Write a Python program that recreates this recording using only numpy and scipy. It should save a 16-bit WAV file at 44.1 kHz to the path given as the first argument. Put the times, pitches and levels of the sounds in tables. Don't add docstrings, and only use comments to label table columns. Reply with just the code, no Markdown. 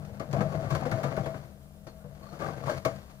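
import sys
import numpy as np
from scipy import signal
from scipy.fft import rfft, irfft
from scipy.io import wavfile
from scipy.ndimage import uniform_filter1d

SR = 44100
rng = np.random.default_rng(int(sys.argv[2]) if len(sys.argv) > 2 else 0)


def wrap_up_sound(samples):
    columns = np.atleast_2d(samples).T
    tamed = np.clip(columns, -1, 1)
    steps = np.round(tamed * 32767).astype(np.int16)
    wavfile.write(sys.argv[1], SR, steps)


def magnitude_from_level(level_db):
    exponent = np.asarray(level_db, float) / 20
    return 10 ** exponent


N = 141120


def evened(x):
    return x / np.sqrt(np.mean(x ** 2) + 1e-20)


def wobble(seconds):
    size = max(int(seconds * SR), 2)
    smooth = uniform_filter1d(rng.standard_normal(N), size)
    return evened(uniform_filter1d(smooth, size))


def tone(hz):
    return 2 * np.pi * np.cumsum(hz) / SR


def read(points, hz):
    f, value = np.transpose(points)
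    return np.interp(np.log(hz + 1), np.log(f + 1), value)


def colour(x, points):
    return irfft(rfft(x) * magnitude_from_level(read(points, np.fft.rfftfreq(N, 1 / SR))), N)


def coloured_noise(noise, points):
    click = np.eye(1, N, N // 2)[0]
    return colour(noise, points) / np.linalg.norm(colour(click, points))


def resonate(x, hz, width):
    r = np.exp(-np.pi * width / SR)
    pole = r * np.exp(2j * np.pi * hz / SR)
    return 2 * np.sqrt(1 - r) * signal.lfilter([1], [1, -pole], x).real


def ring(drive, modes):
    wander_hz, wander_db, wander_s = 11, 4, 0.018
    steady_t60_s = 0.15
    out = np.zeros(N)
    for hz, db, t60 in modes:
        r = magnitude_from_level(-120 / (t60 * SR))
        stored = signal.lfilter([1 - r], [1, -r], drive ** 2)
        level = np.sqrt(2 * stored) * magnitude_from_level(db + wander_db * wobble(wander_s))
        pitch = hz + wander_hz * min(1, steady_t60_s / t60) * wobble(wander_s / 2)
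        out = out + level * np.cos(2 * np.pi * rng.random() + tone(pitch))
    return out


def excavator():
    # pitch in Hz, level in dB rms, pitch wander in Hz.
    hum_tones = [(31, -64.5, 1.8), (70.5, -62.5, 3.55), (143.7, -56, 10.95), (198.5, -56.5, 1.8),
                 (638, -65.5, 3.2)]
    # frequency in Hz, wash level in dB per Hz.
    wash_colour = [(12, -63), (20, -37), (79, 3), (96, -15.5), (198, -10), (347, -24), (642, -17),
                   (949, -31), (16000, -41)]
    hum = np.zeros((2, N))
    for port in range(2):
        for hz, db, wander_hz in hum_tones:
            level = magnitude_from_level(db + 2.0 + 1.8 * wobble(0.058))
            hum[port] += level * np.cos(tone(hz + wander_hz * wobble(0.0324)))
    wash = colour(rng.standard_normal((2, N)), wash_colour)
    wash = wash / np.std(signal.lfilter([1, -1], [1, -.965], wash))
    flutter_db = 0.7 * wobble(0.04)
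    return hum + magnitude_from_level(-60.5 + flutter_db) * wash


def yard(x):
    t60_s, scatter_db, first_return_s = 0.18, -13, 0.012
    t = np.arange(SR // 2) / SR
    tail = rng.standard_normal((2, len(t))) * magnitude_from_level(-60 * t / t60_s) * (t > first_return_s)
    return magnitude_from_level(scatter_db) * signal.fftconvolve(x, tail / np.linalg.norm(tail[0]), axes=1)[:, :N]


def squeaks():
    # time in seconds, pitch in Hz, level in dB.
    groan = [
        (2.21, 1130, -80),
        (2.228, 1140, -55),
        (2.28, 1210, -61),
        (2.34, 1280, -59),
        (2.38, 1290, -75),
    ]
    # start in seconds, pitch in Hz, level in dB, decay in seconds.
    pings = [
        (1.88, 4370, -61, .015),
        (2.226, 4350, -62, .01),
        (2.268, 4450, -59, .005),
        (2.29, 4320, -60, .012),
        (2.04, 490, -49, .015),
        (2.005, 1460, -65, .015),
        (1.242, 3450, -54, .008),
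    ]
    t = np.arange(N) / SR
    s, hz, db = np.transpose(groan)
    level = magnitude_from_level(np.interp(t, s, db, -120, -120) + 5.5 * wobble(0.008))
    out = level * np.sin(tone(np.interp(t, s, hz) + 60 * wobble(0.00403)))
    for start, pitch_hz, level_db, decay in pings:
        u = np.maximum(t - start, 0) / decay
        swell = 3 * u ** 0.5 * np.exp(-u)
        out = out + magnitude_from_level(level_db) * swell * np.sin(tone(pitch_hz * (1 + 0.019 * wobble(0.00315))))
    return out


def blows(rows, db):
    t, out = np.arange(N) / SR, np.zeros(N)
    for (s, hz, level_db, rise), turn in zip(rows, rng.random(len(rows))):
        u = np.maximum((t - s) / rise + 1, 0)
        out = out + magnitude_from_level(level_db + db) * u * np.exp(1 - u) * np.cos(2 * np.pi * (hz * t + turn))
    return out


def jolts():
    # loudest moment in seconds, pitch in Hz, level in dB, rise in seconds.
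    boom_blows = [(.218, 95.7, -42.5, .01), (.305, 150, -41, 0.0095), (.417, 215, -35, 0.0076),
                  (.586, 129, -35, 0.0065), (.669, 118, -34, 0.0066), (.73, 117.4, -34, 0.013),
                  (.865, 238.5, -36.5, 0.0065), (.93, 107.8, -34.5, 0.016), (1.051, 138, -35, 0.021),
                  (1.869, 125.5, -52, 0.012), (2.673, 141, -36.5, 0.019), (2.875, 272.8, -42, 0.01),
                  (2.876, 129, -42.5, 0.0061)]
    return blows(boom_blows, 4.5)


def clanks():
    # loudest moment in seconds, pitch in Hz, level in dB, rise in seconds.
    jaw_blows = [(.202, 1166, -44.5, 0.0049), (.238, 638, -42.5, 0.0092), (.347, 516, -34.5, 0.0034),
                 (.366, 674, -31.5, 0.0063), (.415, 484, -31, 0.0055), (.415, 1290, -42, 0.0039),
                 (.456, 632, -34.5, 0.0095), (.598, 656, -37, 0.0072), (.711, 1067, -34.5, 0.003),
                 (2.855, 1121, -34, 0.0055), (.755, 1010, -39.5, .005), (.827, 762, -37.5, 0.0051),
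                 (.861, 506, -37, 0.006), (.922, 1400, -41.5, 0.0045), (.926, 1765, -36, 0.0026),
                 (.93, 643, -35.5, 0.0069), (.956, 651, -36, 0.0078), (.991, 644, -38, 0.011),
                 (1.048, 480, -32.5, 0.0046), (1.18, 603.7, -28, 0.0034), (1.263, 970, -38.5, 0.0028),
                 (1.28, 651, -37.5, 0.021), (2.062, 580, -53, 0.0097), (2.421, 1610, -41.5, .004),
                 (2.422, 592, -37.5, 0.0044), (2.424, 1162, -35, 0.0044), (2.448, 1203, -34.5, 0.0036),
                 (2.466, 1574, -40.5, .004), (2.482, 545, -39, 0.0051), (2.489, 1130, -35.5, 0.0021),
                 (2.54, 1550, -55, 0.012), (2.64, 1150, -48, .005), (2.683, 1144, -32, 0.0032),
                 (2.683, 958, -35, 0.0027), (2.701, 602, -30, 0.0071), (2.701, 1593, -40, 0.0069),
                 (2.708, 1152, -35, 0.002), (2.856, 1291, -34, 0.003), (2.853, 1808, -40, 0.0026),
                 (2.868, 642.7, -32, 0.0075), (2.863, 469.5, -32.5, 0.0044), (2.722, 570, -36, 0.0046),
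                 (.553, 641, -37, 0.0053), (.336, 331.5, -36.5, .004)]
    return blows(jaw_blows, 2.5)


def grains():
    per_second, spread_db, clump_db = 3000, 3.2, 1.5
    size = magnitude_from_level(spread_db * np.minimum(rng.exponential(1, N), 5))
    size = size * (rng.random(N) < per_second / SR)
    smooth_power = abs(uniform_filter1d(size ** 2, 70))
    return evened(np.sqrt(smooth_power + 0.052) * magnitude_from_level(clump_db * wobble(0.015)))


def grinding():
    # time in seconds, grinding level in dB, thump share in dB, grit share in dB.
    pressure = [(0, -52, 10.5, -13.5), (.29, -48.5, 7.5, -12.5), (.45, -41, 10, -14),
                (.68, -43, -14, -11.5), (.95, -37.5, -0.5, -14), (1.22, -41.5, -2, -13), (1.38, -50, 0, -7),
                (1.5, -57, 6.5, -9), (1.7, -68, -8, -22), (1.95, -61.5, 3.5, -14), (2.3, -52.5, -1.5, -7.5),
                (2.57, -42, 3.5, -12.5), (2.8, -53.5, -3, -8), (2.97, -54.5, 8.5, -3.5), (3.2, -66, 0, -1)]
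    t = np.arange(N) / SR
    at, *levels_db = np.transpose(pressure)
    load, low, high = (magnitude_from_level(np.interp(t, at, db)) ** 2 for db in levels_db)
    return load, load * low, load * high


def crunches():
    # start in seconds, length in seconds, level in dB, thump in dB, grit in dB.
    slow_breaks = [
        (2.393, 0.15, -35, -2.5, -15),
        (2.653, 0.092, -30.5, -9, -12),
        (2.725, 0.075, -42, 3.5, -8.5),
        (0.32, 0.12, -35.5, -14, -21),
        (0.626, 0.072, -40.5, -12, -26),
    ]
    t = np.arange(N) / SR
    power = np.zeros((3, N))
    for start, length, db, thump_db, grit_db in slow_breaks:
        swell = np.sin(np.pi * np.clip((t - start) / length, 0, 1) ** 0.77) ** 2
        for part, share_db in enumerate((0, thump_db, grit_db)):
            power[part] += magnitude_from_level(db + share_db) ** 2 * swell
    return power


def bursts(times, db, rise_s, fall_s):
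    tail_db, tail_s = -13.5, 0.043
    t, train = np.arange(SR // 2) / SR, np.zeros(N)
    train[np.round(np.asarray(times) * SR).astype(int)] = magnitude_from_level(db) ** 2
    fall = np.exp(-2 * t / fall_s) + magnitude_from_level(tail_db) ** 2 * np.exp(-2 * t / tail_s)
    shape = (1 - np.exp(-t / rise_s)) ** 2 * fall
    return np.maximum(signal.oaconvolve(train, shape / shape.max())[:N], 0)


def fractures():
    # time in seconds, peak in dB, thump in dB, grit in dB.
    cracks = [(0.203, -28, -16, -42), (0.332, -27, 2.5, -22), (0.364, -27.5, 5, -20),
              (0.406, -20, -2.5, -21), (0.523, -31, 4, -20.5), (0.548, -31.5, 7, -35),
              (0.592, -40, -10, -16), (0.624, -32.5, 7, -24), (0.706, -27.5, 6, -13),
              (0.725, -26.5, -19, -18), (0.749, -23.5, 0.5, -18), (0.817, -31.5, 3.5, -36),
              (0.853, -25, 3, -20), (0.918, -27.5, -1, -23), (1.039, -23, -2.5, -22),
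              (1.116, -28.5, -18, -24), (1.174, -24.5, 1.5, -28), (1.26, -25.5, -5.5, -22),
              (1.342, -29, -2, -25), (1.868, -38, -29, -12), (2.041, -46.5, 10.5, -40),
              (2.229, -44.5, -4.5, -10.5), (2.325, -39.5, -10, -15), (2.637, -35.5, 3, -13),
              (2.694, -29.5, -19, -9.5), (2.854, -20, -7.5, -37)]
    s, db, thump_db, grit_db = np.transpose(cracks)
    db = db - 3.5
    return (bursts(s, db, rise_s=0.00062, fall_s=0.017),
            bursts(s, db + thump_db, rise_s=0.0093, fall_s=0.0078),
            bursts(s, db + grit_db + 1.5, rise_s=0.0013, fall_s=0.021))


def chips():
    # time in seconds, peak in dB, knock in dB.
    snaps = [(0.0486, -50, -19), (0.1967, -41.5, -10), (0.3117, -45.5, -16), (0.3284, -37.5, -11),
             (0.703, -42.5, 11), (0.7495, -35.5, 7.5), (0.9135, -37.5, 9), (1.0315, -41, 12.5),
             (1.1654, -43, 12), (1.2575, -45.5, 14), (1.8675, -53.5, -11), (2.149, -58.5, 2),
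             (2.3905, -51, 5), (2.4165, -53.5, 12), (2.7764, -44.5, -6), (2.8497, -28.5, 3.5)]
    s, db, knock_db = np.transpose(snaps)
    rise_s, fall_s = 0.0004, 0.0097
    return bursts(s, db - 1.5, rise_s, fall_s), bursts(s, db + knock_db - 10, rise_s, fall_s)


def boom(drive):
    # pitch in Hz, level in dB, time to die by 60 dB in seconds.
    arm_modes = [(77.96, -11, 0.13), (102.73, -4, 0.045), (143.64, 1, 0.1), (192, -6.5, 0.02),
                 (235.7, -12, 0.017)]
    return 0.43 * ring(drive, arm_modes)


def steel_jaws(drive):
    # pitch in Hz, level in dB, time to die by 60 dB in seconds.
    jaw_modes = [(329.5, -6, 0.058), (466.2, -6.5, 0.213), (514.7, -6.5, 0.11), (562, -4, 0.158),
                 (647, -3, 0.258), (704, -15.5, 0.073), (772, -11.5, 0.12), (1125, -11, 0.024),
                 (1205, -12.5, 0.041), (1330, -21.5, 0.167), (1587, -19.5, 0.038), (1773, -21, 0.247),
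                 (2143, -18, 0.062)]
    return 0.29 * ring(drive, jaw_modes)


def rubble(drive):
    # frequency in Hz, level in dB per Hz.
    stone_colour = [(120, -25), (200, -5), (418, -4), (650, 1), (903, -8.5), (1500, -13), (3000, -26),
                    (3900, -34), (6600, -120)]
    return magnitude_from_level(-4) * coloured_noise(drive * rng.standard_normal(N), stone_colour)


def grit(drive):
    # frequency in Hz, level in dB per Hz.
    grit_colour = [(1180, 1), (2000, -1.5), (2810, -6.5), (6940, -9.5), (7910, -20), (8700, -18),
                   (14500, -29), (15500, -21), (16000, -58)]
    # pitch in Hz, width in Hz, level in dB.
    grit_ring = [(4480, 260, -19)]
    dust = drive * rng.standard_normal(N)
    ringing = sum(magnitude_from_level(db) * resonate(dust, hz, width) for hz, width, db in grit_ring)
    return coloured_noise(dust, grit_colour) + ringing


def knocks(drive):
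    # pitch in Hz, width in Hz, level in dB.
    knock_bands = [(1150, 120, -4.5), (1580, 160, -2.5), (2200, 67, -5.5)]
    return sum(magnitude_from_level(db) * resonate(drive * rng.standard_normal(N), hz, width) for hz, width, db in knock_bands)


def crusher():
    texture = grains()
    fine, coarse = texture ** 0.56, texture ** 2
    crack, crack_thump, crack_grit = fractures()
    load, load_thump, load_grit = grinding()
    swell, swell_thump, swell_grit = crunches()
    snap, chip_knock = chips()
    scrape = magnitude_from_level(-3) ** 2 * swell_grit
    middle = np.sqrt(fine * crack + coarse * (load + swell))
    thump = np.sqrt(fine * (crack_thump + load_thump + swell_thump))
    knock = np.sqrt(fine * chip_knock + coarse * scrape)
    spray = np.sqrt(fine * (crack_grit + snap) + coarse * (load_grit + swell_grit))
    pair = [steel_jaws(middle) + rubble(middle) + boom(thump) + grit(spray) + squeaks() + knocks(knock)
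            for _ in range(2)]
    return np.array(pair) + clanks() + jolts()


def scene():
    # frequency in Hz, left level above right in dB.
    lean_points = [(60, 8), (130, 11.5), (290, 10.5), (640, 10.5), (1150, 20), (2300, 3), (6820, 0),
                   (15000, -2)]
    # frequency in Hz, phase between the ports in radians.
    lead_points = [(65, .35), (350, .05), (700, .35), (1100, 3.15), (1450, 5.2), (1700, 3.5), (2800, 3.4),
                   (4500, 4.3)]
    # frequency in Hz, likeness of the ports from 0 to 1.
    same_points = [(30, .5), (60, .99), (560, .98), (1050, .9), (1300, .6), (2800, .58), (5000, .45),
                   (9000, .2)]
    jaws = crusher()
    a, b = rfft(jaws + yard(jaws) + excavator())
    hz = np.fft.rfftfreq(N, 1 / SR)
    same = np.clip(read(same_points, hz), 0, 1)
    lean = magnitude_from_level(-read(lean_points, hz))
    shared = same * a + np.sqrt(1 - same ** 2) * b
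    right = lean * np.exp(-1j * read(lead_points, hz)) * shared
    return irfft(np.array([a, right]) * 2 / (1 + lean), N)


def top_cut(x):
    return signal.sosfilt(signal.butter(12, 16460, fs=SR, output="sos"), x)


def record(dry):
    # frequency in Hz, gain in dB.
    mix_colour = [(6800, 0.5), (7600, 2.5), (7900, -3), (8200, 4.5), (9000, 2.5), (15300, 5), (15550, 9),
                  (15800, -69)]
    hiss = colour(rng.standard_normal((2, N)), [(2000, -16), (6000, -6), (16000, -16)])
    power = abs(uniform_filter1d((dry ** 2).mean(0), SR // 10))
    loudness_db = 10 * np.log10(power + 1e-9)
    hiss = hiss * magnitude_from_level(0.15 * (loudness_db - loudness_db.mean()))
    return top_cut(colour(dry + magnitude_from_level(-72) * hiss, mix_colour))


dry = scene()
out = record(dry)
wrap_up_sound(out)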